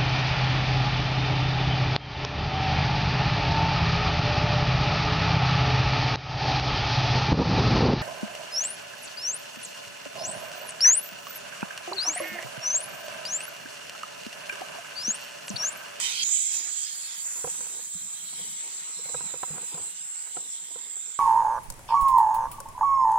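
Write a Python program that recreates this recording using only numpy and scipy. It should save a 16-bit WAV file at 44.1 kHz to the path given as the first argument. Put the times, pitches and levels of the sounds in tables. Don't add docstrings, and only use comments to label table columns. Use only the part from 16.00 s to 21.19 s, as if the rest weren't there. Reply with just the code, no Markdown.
import sys
import numpy as np
from scipy import signal
from scipy.io import wavfile
from scipy.ndimage import uniform_filter1d

SR = 44100
rng = np.random.default_rng(int(sys.argv[2]) if len(sys.argv) > 2 else 0)


def makeup_ratio(level_db):
    decades = np.asarray(level_db, float) / 20
    return 10 ** decades


def waveform_to_disk(signal):
    frames = np.transpose(np.atleast_2d(signal))
    scaled = np.clip(frames, -1, 1) * 32767
    samples = np.round(scaled).astype(np.int16)
    wavfile.write(sys.argv[1], SR, samples)


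N = 228886
FRAME, HOP = 1024, 256
HZ = np.fft.rfftfreq(FRAME, 1 / SR)
FRAME_S = np.arange(N // HOP + 5) * HOP / SR
T = np.arange(N) / SR


def evened(x):
    mean_power = np.mean(np.mean(np.atleast_2d(x), 0) ** 2)
    return x / np.sqrt(mean_power + 1e-20)


def read(points, hz):
    f, *columns = np.transpose(points)
    return [np.interp(np.log(hz + 1), np.log(f + 1), c)[:, None] for c in columns]


def follow(rows, t):
    s, *columns = np.transpose(rows)
    return [np.interp(t, s, c) for c in columns]


def add(mix, s, sound):
    part = mix[:, round(s * SR):][:, :sound.shape[1]]
    part += sound[:, :part.shape[1]]


def blur(shape, bins, frames):
    field = uniform_filter1d(rng.standard_normal(shape), bins, -2)
    field = uniform_filter1d(field, frames, -1)
    return field / field.std()


def coloured(points):
    inside = (HZ >= points[0][0]) & (HZ <= points[-1][0])
    return makeup_ratio(read(points, HZ)[0]) * inside[:, None]


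def humps(modes):
    return [(1 / (1 + (2 * (HZ[:, None] - hz) / width) ** 2), db) for hz, width, db in modes]


def panned(x, pan_db):
    return x * makeup_ratio(np.outer([.5, -.5], pan_db))


def air(magnitude, patchy_db, ripple_db, flicker_db):
    # (frequency [Hz], left-right likeness [0-1], right lead [rad], left-right balance [dB])
    ports = [(100, 0.87, 1, 0), (517, 0.96, 0.5, -1), (774, 0.11, 0.5, -5), (1510, 0.32, -2, -1),
             (3590, 0.42, -0.5, 0.5), (4680, 0.35, 2, 2.5), (6460, 0.81, 3.5, -5), (7130, 0.87, 4, 0.5),
             (8330, 0.36, 3, -2), (10520, 0.63, 9.5, 3), (13500, 0.8, 4, 0.5), (16000, 0, 10, 3)]
    same, lead, tilt_db = read(ports, HZ)
    same = np.clip(same, 0, 1)
    shape = (len(HZ), len(FRAME_S))
    a, b, c, d = rng.standard_normal((4, *shape))
    left = a + 1j * b
    unlike = c + 1j * d
    right = (same * left + np.sqrt(1 - same ** 2) * unlike) * np.exp(1j * lead)
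    z = np.array([left * makeup_ratio(tilt_db / 2), right * makeup_ratio(-tilt_db / 2)]) * magnitude
    patches = patchy_db * blur(shape, bins=12, frames=12)
    puffs = flicker_db * blur(shape, bins=200, frames=3)
    ripples = ripple_db * blur((2, *shape), bins=2, frames=90)
    z *= makeup_ratio(patches + puffs + ripples)
    return evened(signal.istft(z, nperseg=FRAME, noverlap=FRAME - HOP)[1][:, :N])


def thump(db, hz):
    t = np.arange(6000) / SR
    swell = 1 - np.exp(-t / .004)
    decay = makeup_ratio(-60 * t / 0.099)
    push = swell * decay * np.sin(2 * np.pi * hz * t)
    return makeup_ratio(db) * np.array([0.43 * push, 0.46 * push]) / abs(push).max()


def knock(db, bright_db, blow_s, slips):
    # (frequency [Hz], t60 [s], left level [dB], right level [dB], right lead [rad])
    shell_modes = [(163, 0.13, -25, -18.5, 0.5), (490, 0.042, 0.5, 6, 0.3), (759, 0.031, -4, 6, 1.5),
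                   (984, 0.028, -0.5, 5, 1.5), (1298, 0.032, -9, -1.5, 1.5), (1646, 0.018, -9, -3.5, 3.5),
                   (2300, 0.0092, -20, -14, 4), (3280, 0.0055, -20, -12.5, 1)]
    t = np.arange(3000) / SR
    blow = np.zeros(len(t))
    slip_at = (np.linspace(0, blow_s, len(slips)) * SR).astype(int)
    np.add.at(blow, slip_at, np.sign(slips) * (0.57 + abs(slips)))
    ring = np.zeros((2, len(t)))
    for hz, t60, left_db, right_db, lead in shell_modes:
        colour_db = np.array([[left_db], [right_db]]) + bright_db * np.log2(hz / 490)
        phase = 2 * np.pi * hz * t + np.array([[0], [lead]])
        onset = np.minimum(t * hz * 4, 1)
        ring += makeup_ratio(colour_db - 60 * t / t60) * np.sin(phase) * onset
    ring = signal.fftconvolve(ring, blow[None], axes=1)[:, :len(t)]
    return makeup_ratio(db) * ring / abs(ring.mean(0)).max()


def handling():
    # (time [s], sway [dB], grip rumble [dB], creak [dB])
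    rub = [(0.0, -74, -63, -64), (0.07, -88, -69, -60), (0.24, -82, -72, -70), (0.33, -92, -73.5, -75),
           (0.43, -91, -81, -72), (0.49, -105, -81, -75), (0.59, -95, -71, -61.5), (0.82, -111, -80, -75),
           (0.97, -83, -74, -70), (1.05, -100, -78, -71), (1.31, -89, -73, -73), (1.36, -96, -68, -59),
           (1.46, -78, -73, -54), (1.53, -78, -66, -55.5), (1.65, -85, -66, -54.5), (1.82, -90, -70, -58),
           (1.91, -90, -71, -74), (1.95, -65, -68, -77), (1.97, -68, -65, -73), (2.04, -94, -62, -74),
           (2.12, -90, -66.5, -74), (2.18, -77, -68, -70), (2.23, -88, -61, -64), (2.3, -87, -69, -73),
           (2.36, -72, -57, -59), (2.44, -66, -68, -63), (2.53, -75, -65, -69.5), (2.62, -94, -71, -71),
           (2.64, -87, -73, -56.5), (2.78, -93, -70.5, -66.5), (3.06, -90, -71, -60),
           (3.11, -77, -73, -59.5), (3.15, -60, -74, -53), (3.21, -58, -68, -63), (3.24, -61, -53, -60),
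           (3.29, -77, -60, -58), (3.4, -87, -66, -63), (3.44, -76, -73, -59), (3.54, -82, -51, -57),
           (3.7, -92, -74, -60), (3.74, -84, -70, -52), (3.79, -66, -67, -50), (3.8, -60, -58, -51),
           (3.86, -79, -64, -58), (4.05, -95, -74, -82), (4.1, -89, -78, -85), (4.32, -92, -76, -64),
           (4.41, -77, -76, -57), (4.48, -91, -73, -66.5), (4.61, -86, -75, -66), (4.88, -90, -73, -60),
           (5.03, -87, -72, -88), (5.07, -95.5, -73, -65), (5.15, -91, -79, -72.5), (5.19, -99, -77, -71)]
    # (frequency [Hz], density [dB per Hz])
    sway = [(20, -25), (40, -16), (65, -2), (90, 2), (115, -6), (150, -38)]
    rumble = [(68, -49), (115, -24), (133, -13.5), (162, 8.5), (180, -2.5), (200, -6), (330, -13),
              (430, -46), (730, -120)]
    creak = [(150, -41), (250, -11.5), (323, -4), (361, -8.5), (460, -3), (532, -12.5), (614, -13.5),
             (748, -7), (966, -1), (1200, -15), (1560, -39), (2640, -120)]
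    # (time [s], peak [dB], brightness [dB per octave], length of the blow [s])
    knocks = [(1.444, -21.5, -3.5, 0.0044), (1.472, -30, -3.5, 0.0049), (1.608, -38, 1.5, 0.0026),
              (1.666, -43, 8.5, 0.005), (1.791, -44, 3, 0.007), (2.331, -45.5, 9, 0.0087),
              (2.396, -45.5, -3, 0.0045), (2.992, -42.5, -5, 0.006), (3.057, -42, -6, 0.0057),
              (3.093, -39, 2.5, 0.0071), (3.146, -28, 3.2, 0.0056), (3.207, -31.5, 4.5, 0.0065),
              (3.339, -31.5, -1, 0.0044), (3.358, -41.5, -4, 0.0047), (3.433, -25, 4.5, 0.0042),
              (3.48, -47.5, 2, 0.0069), (3.505, -35, -17, 0.0037), (3.559, -39.5, 9, 0.0072),
              (3.574, -34, 4, 0.0089), (3.631, -43, 2, 0.006), (3.747, -39, 0.1, 0.0048),
              (3.776, -36, 3, 0.0071), (3.797, -40, -7, 0.0041), (4.272, -45, 7, 0.0064),
              (4.37, -32, 0.1, 0.0076), (4.708, -52, -5, 0.0078), (4.759, -37, -0.5, 0.0042),
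              (4.966, -49.5, -1.3, 0.0078)]
    # (time [s], peak [dB], frequency [Hz])
    thumps = [(0.227, -44.5, 202), (1.448, -44, 172), (1.95, -37, 180), (2.327, -52, 250),
              (2.409, -42.5, 182), (2.47, -49, 193), (3.151, -40, 145), (3.209, -44, 153),
              (3.74, -35.5, 161), (4.363, -49, 240), (4.756, -53.5, 177)]
    sway_db, rumble_db, creak_db = follow(rub, T)
    out = makeup_ratio(sway_db) * air(coloured(sway), patchy_db=.6, ripple_db=.6, flicker_db=1.5)
    out += makeup_ratio(rumble_db) * air(coloured(rumble), patchy_db=1.5, ripple_db=.6, flicker_db=2.2)
    out += makeup_ratio(creak_db) * air(coloured(creak), patchy_db=2.2, ripple_db=.6, flicker_db=2.3)
    for s, *blow in knocks:
        add(out, s - .002, knock(*blow, slips=rng.standard_normal(5)))
    for s, *push in thumps:
        add(out, s, thump(*push))
    return out


def gush():
    # (time [s], level [dB])
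    gush_level = [
        (0, -35.5),
        (.06, -35.5),
        (.12, -39.5),
        (.16, -42),
        (.2, -44.5),
        (.24, -37),
    ]
    # (frequency [Hz], density [dB per Hz])
    gush_colour = [(1470, -33), (2500, 1), (3030, -18), (3430, 0), (3720, -14), (4730, -5), (5230, 0),
                   (6260, 2), (7970, 5.5), (9250, -10), (11000, -11), (14300, -43), (22000, -120)]
    # (frequency [Hz], width [Hz], level [dB])
    howl_modes = [(2654, 110, -10), (3222, 94, 4), (3800, 150, -10), (4220, 140, -8), (4530, 230, -5.5),
                  (4920, 170, -4)]
    # (time [s], level [dB])
    howl_level = [
        (.04, -62),
        (.12, -44),
        (.17, -35),
        (.21, -31.5),
        (.236, -32.5),
        (.242, -65),
    ]
    stop = np.clip((.242 - T) / 0.0055, 0, 1)
    wide = air(coloured(gush_colour), patchy_db=1.7, ripple_db=1.3, flicker_db=0.87)
    howl_peaks = sum(makeup_ratio(db) * hump for hump, db in humps(howl_modes))
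    howl = air(howl_peaks, patchy_db=.6, ripple_db=.6, flicker_db=0.54)
    both = makeup_ratio(follow(gush_level, T)[0]) * wide + makeup_ratio(follow(howl_level, T)[0]) * howl
    return panned(both, -4.5) * stop


def jet():
    # (time [s], low roar [dB], middle hiss [dB], top fizz [dB], left-right balance [dB])
    jet_levels = [(0.0, -47.5, -41.5, -46, -5.5), (0.1, -51.5, -39, -49.5, -9),
                  (0.26, -58.5, -42, -52, -6.0), (0.3, -56, -43, -50, -6), (0.45, -66.5, -46, -52, -4.5),
                  (0.55, -58, -42, -47, -5.5), (0.69, -56, -47, -56, -3.5), (0.74, -62, -48, -51.5, -5),
                  (0.87, -61, -44, -54.5, -6.5), (0.98, -58.5, -49.5, -46.5, -6),
                  (1.05, -57, -46, -53, -7.5), (1.19, -58.5, -46.5, -48, -6), (1.26, -53.5, -57, -46, -2),
                  (1.65, -56.5, -48.5, -50, -6), (1.91, -62, -52, -52, -2), (2.11, -60, -53.5, -53.5, -5.5),
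                  (2.24, -58.5, -49, -51.5, -3), (2.5, -61.5, -49, -50.5, -4), (2.6, -57.5, -48, -56, -5),
                  (2.78, -59, -49.5, -55, -6.5), (2.95, -57, -50, -57.5, -5), (3.15, -57.5, -51, -52, -5.5),
                  (3.21, -55.5, -49, -57, -4.5), (3.47, -56, -55, -52.5, -5),
                  (3.61, -55.5, -52.5, -57.5, -4.5), (3.66, -60.5, -52, -52.5, -8),
                  (3.95, -60, -52.5, -56, -4.5), (3.96, -62, -49.5, -59, -6), (4.08, -59, -54.5, -57.5, -6),
                  (4.65, -63, -52.5, -57.5, -4), (4.93, -60.5, -54, -57.5, -5.5),
                  (5.19, -63, -56.5, -61.5, -4.5)]
    # (frequency [Hz], density [dB per Hz])
    roar_colour = [(180, -59), (300, -16), (676, -9.5), (1000, -9), (1190, -2.5), (1510, -1.5), (1840, 0),
                   (2800, -4), (3640, -31), (6160, -120)]
    hiss_colour = [(1180, -24), (2000, -7), (2130, -4), (2370, -8.5), (2980, -2), (3240, -1.5), (4010, 0.5),
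                   (5220, -3.5), (6040, -2.5), (6400, -1), (8320, -32), (14100, -120)]
    fizz_colour = [(5060, -34), (8600, -5.5), (9400, -9.5), (10200, -2.5), (11200, -11.5), (13800, -20),
                   (15100, -11), (15800, -20)]
    # (frequency [Hz], width [Hz], boost [dB])
    pipe_modes = [(938, 140, 6), (1515, 130, 1.5), (2088, 60, 3), (2560, 60, 5), (3184, 52, 4),
                  (3610, 140, 4.5), (4028, 96, 2.5), (4860, 74, 6.5), (5500, 80, 0)]
    roar_db, hiss_db, fizz_db, pan_db = follow(jet_levels, T)
    pipe = makeup_ratio(sum(db * hump for hump, db in humps(pipe_modes)))
    roar = air(coloured(roar_colour) * pipe, patchy_db=1.6, ripple_db=1.86, flicker_db=0.94)
    hiss = air(coloured(hiss_colour) * pipe, patchy_db=2.34, ripple_db=4.9, flicker_db=0.43)
    fizz = air(coloured(fizz_colour), patchy_db=1.9, ripple_db=1.5, flicker_db=1.8)
    return panned(makeup_ratio(roar_db) * roar + makeup_ratio(hiss_db) * hiss + makeup_ratio(fizz_db) * fizz, pan_db)


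def whistle():
    # (time [s], level [dB], centre [Hz], left-right balance [dB])
    slit = [(0.22, -39, 6800, -8.0), (0.23, -35.5, 6880, -6), (0.33, -31, 7300, -7),
            (0.45, -34, 7580, -5.0), (0.55, -33.5, 7400, -4.5), (0.61, -38.5, 7170, -5.5),
            (0.7, -38, 7500, -5.5), (0.83, -37, 7330, -6.5), (0.86, -41, 7300, -8),
            (1.08, -41.5, 7370, -1.5), (1.15, -45, 7320, -5.5), (1.19, -41, 7600, -6),
            (1.23, -42, 7540, -2.5), (1.26, -37, 7500, -4), (1.28, -39.5, 7500, -2),
            (1.34, -38.5, 7300, -3), (1.45, -41.5, 7500, -2.5), (1.51, -38, 7530, -3),
            (1.89, -43.5, 7540, -3.5), (1.92, -41, 7700, -2), (1.99, -41.5, 7630, -2.5),
            (2.21, -43.5, 7700, -2), (2.36, -40.5, 7770, 2), (2.66, -40, 7730, 0), (2.71, -42.5, 7600, -5),
            (2.77, -39.5, 7670, 1.5), (2.82, -44.5, 7700, -0.5), (2.89, -40.5, 7700, -1.5),
            (3.06, -40.5, 7660, 0.5), (3.17, -38.5, 7670, -4.5), (3.22, -43, 7570, -3),
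            (3.24, -39, 7700, 1), (3.31, -42.5, 7560, -5), (3.35, -43, 7570, -3.5), (3.5, -40, 7600, -1.5),
            (3.72, -41.5, 7600, -1), (3.78, -40, 7580, -1.5), (3.9, -39.5, 7660, -3.5),
            (3.94, -47, 7580, 0), (3.97, -43, 7580, -5.5), (4.1, -41.5, 7520, 2), (4.15, -41.5, 7500, -8.5),
            (4.21, -40.5, 7680, 0), (4.32, -45, 7540, -7.5), (4.34, -38, 7530, -3.5),
            (4.47, -42.5, 7600, -0.5), (4.5, -40, 7520, 0), (4.7, -45.5, 7570, -1), (4.73, -39.5, 7560, -6),
            (4.77, -44.5, 7540, -2.5), (4.97, -41.5, 7550, -3.5), (5.15, -42.5, 7430, -6.5),
            (5.19, -46, 7600, -5)]
    # (time [s], lower skirt [kHz], upper skirt [kHz]), both at 10 dB down
    skirts = [(.22, 0.72, 0.78), (.4, 0.68, 0.67), (.55, 1.06, 0.6), (.7, 0.87, 0.73), (1.0, 0.66, 0.88),
              (1.3, 1.02, .7), (1.7, 0.81, 0.84), (2.0, 0.81, 0.55), (2.5, 0.69, 0.45), (3.0, 0.59, .5),
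              (3.5, 0.58, 0.52), (4.0, 0.41, 0.5), (4.6, 0.49, 0.54), (5.19, 0.37, 0.43)]
    hz = follow(slit, FRAME_S)[1]
    below, above = follow(skirts, FRAME_S)
    off_khz = (HZ[:, None] - hz) / 1e3
    skirt_khz = np.maximum(np.where(off_khz > 0, above, below), .1)
    peak = (1 + 1.7 * (off_khz / skirt_khz) ** 2) ** -1.05
    peak = peak / np.sqrt((peak ** 2).mean(0))
    octave_db = -31.5
    octave = makeup_ratio(octave_db) * 1.8 / (1 + ((HZ[:, None] - 2 * hz) / 650) ** 2)
    level_db, _, pan_db = follow(slit, T)
    start = np.clip((T - slit[0][0]) / 0.011, 0, 1)
    tone = air(peak + octave, patchy_db=1.0, ripple_db=2.55, flicker_db=1.0)
    return panned(tone, pan_db) * makeup_ratio(level_db) * start


def scene():
    return handling() + gush() + jet() + whistle()


def roll_off(x):
    return signal.sosfilt(signal.butter(12, 15780, fs=SR, output="sos"), x)


def record(dry):
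    return roll_off(dry)


dry = scene()
out = record(dry)
waveform_to_disk(out)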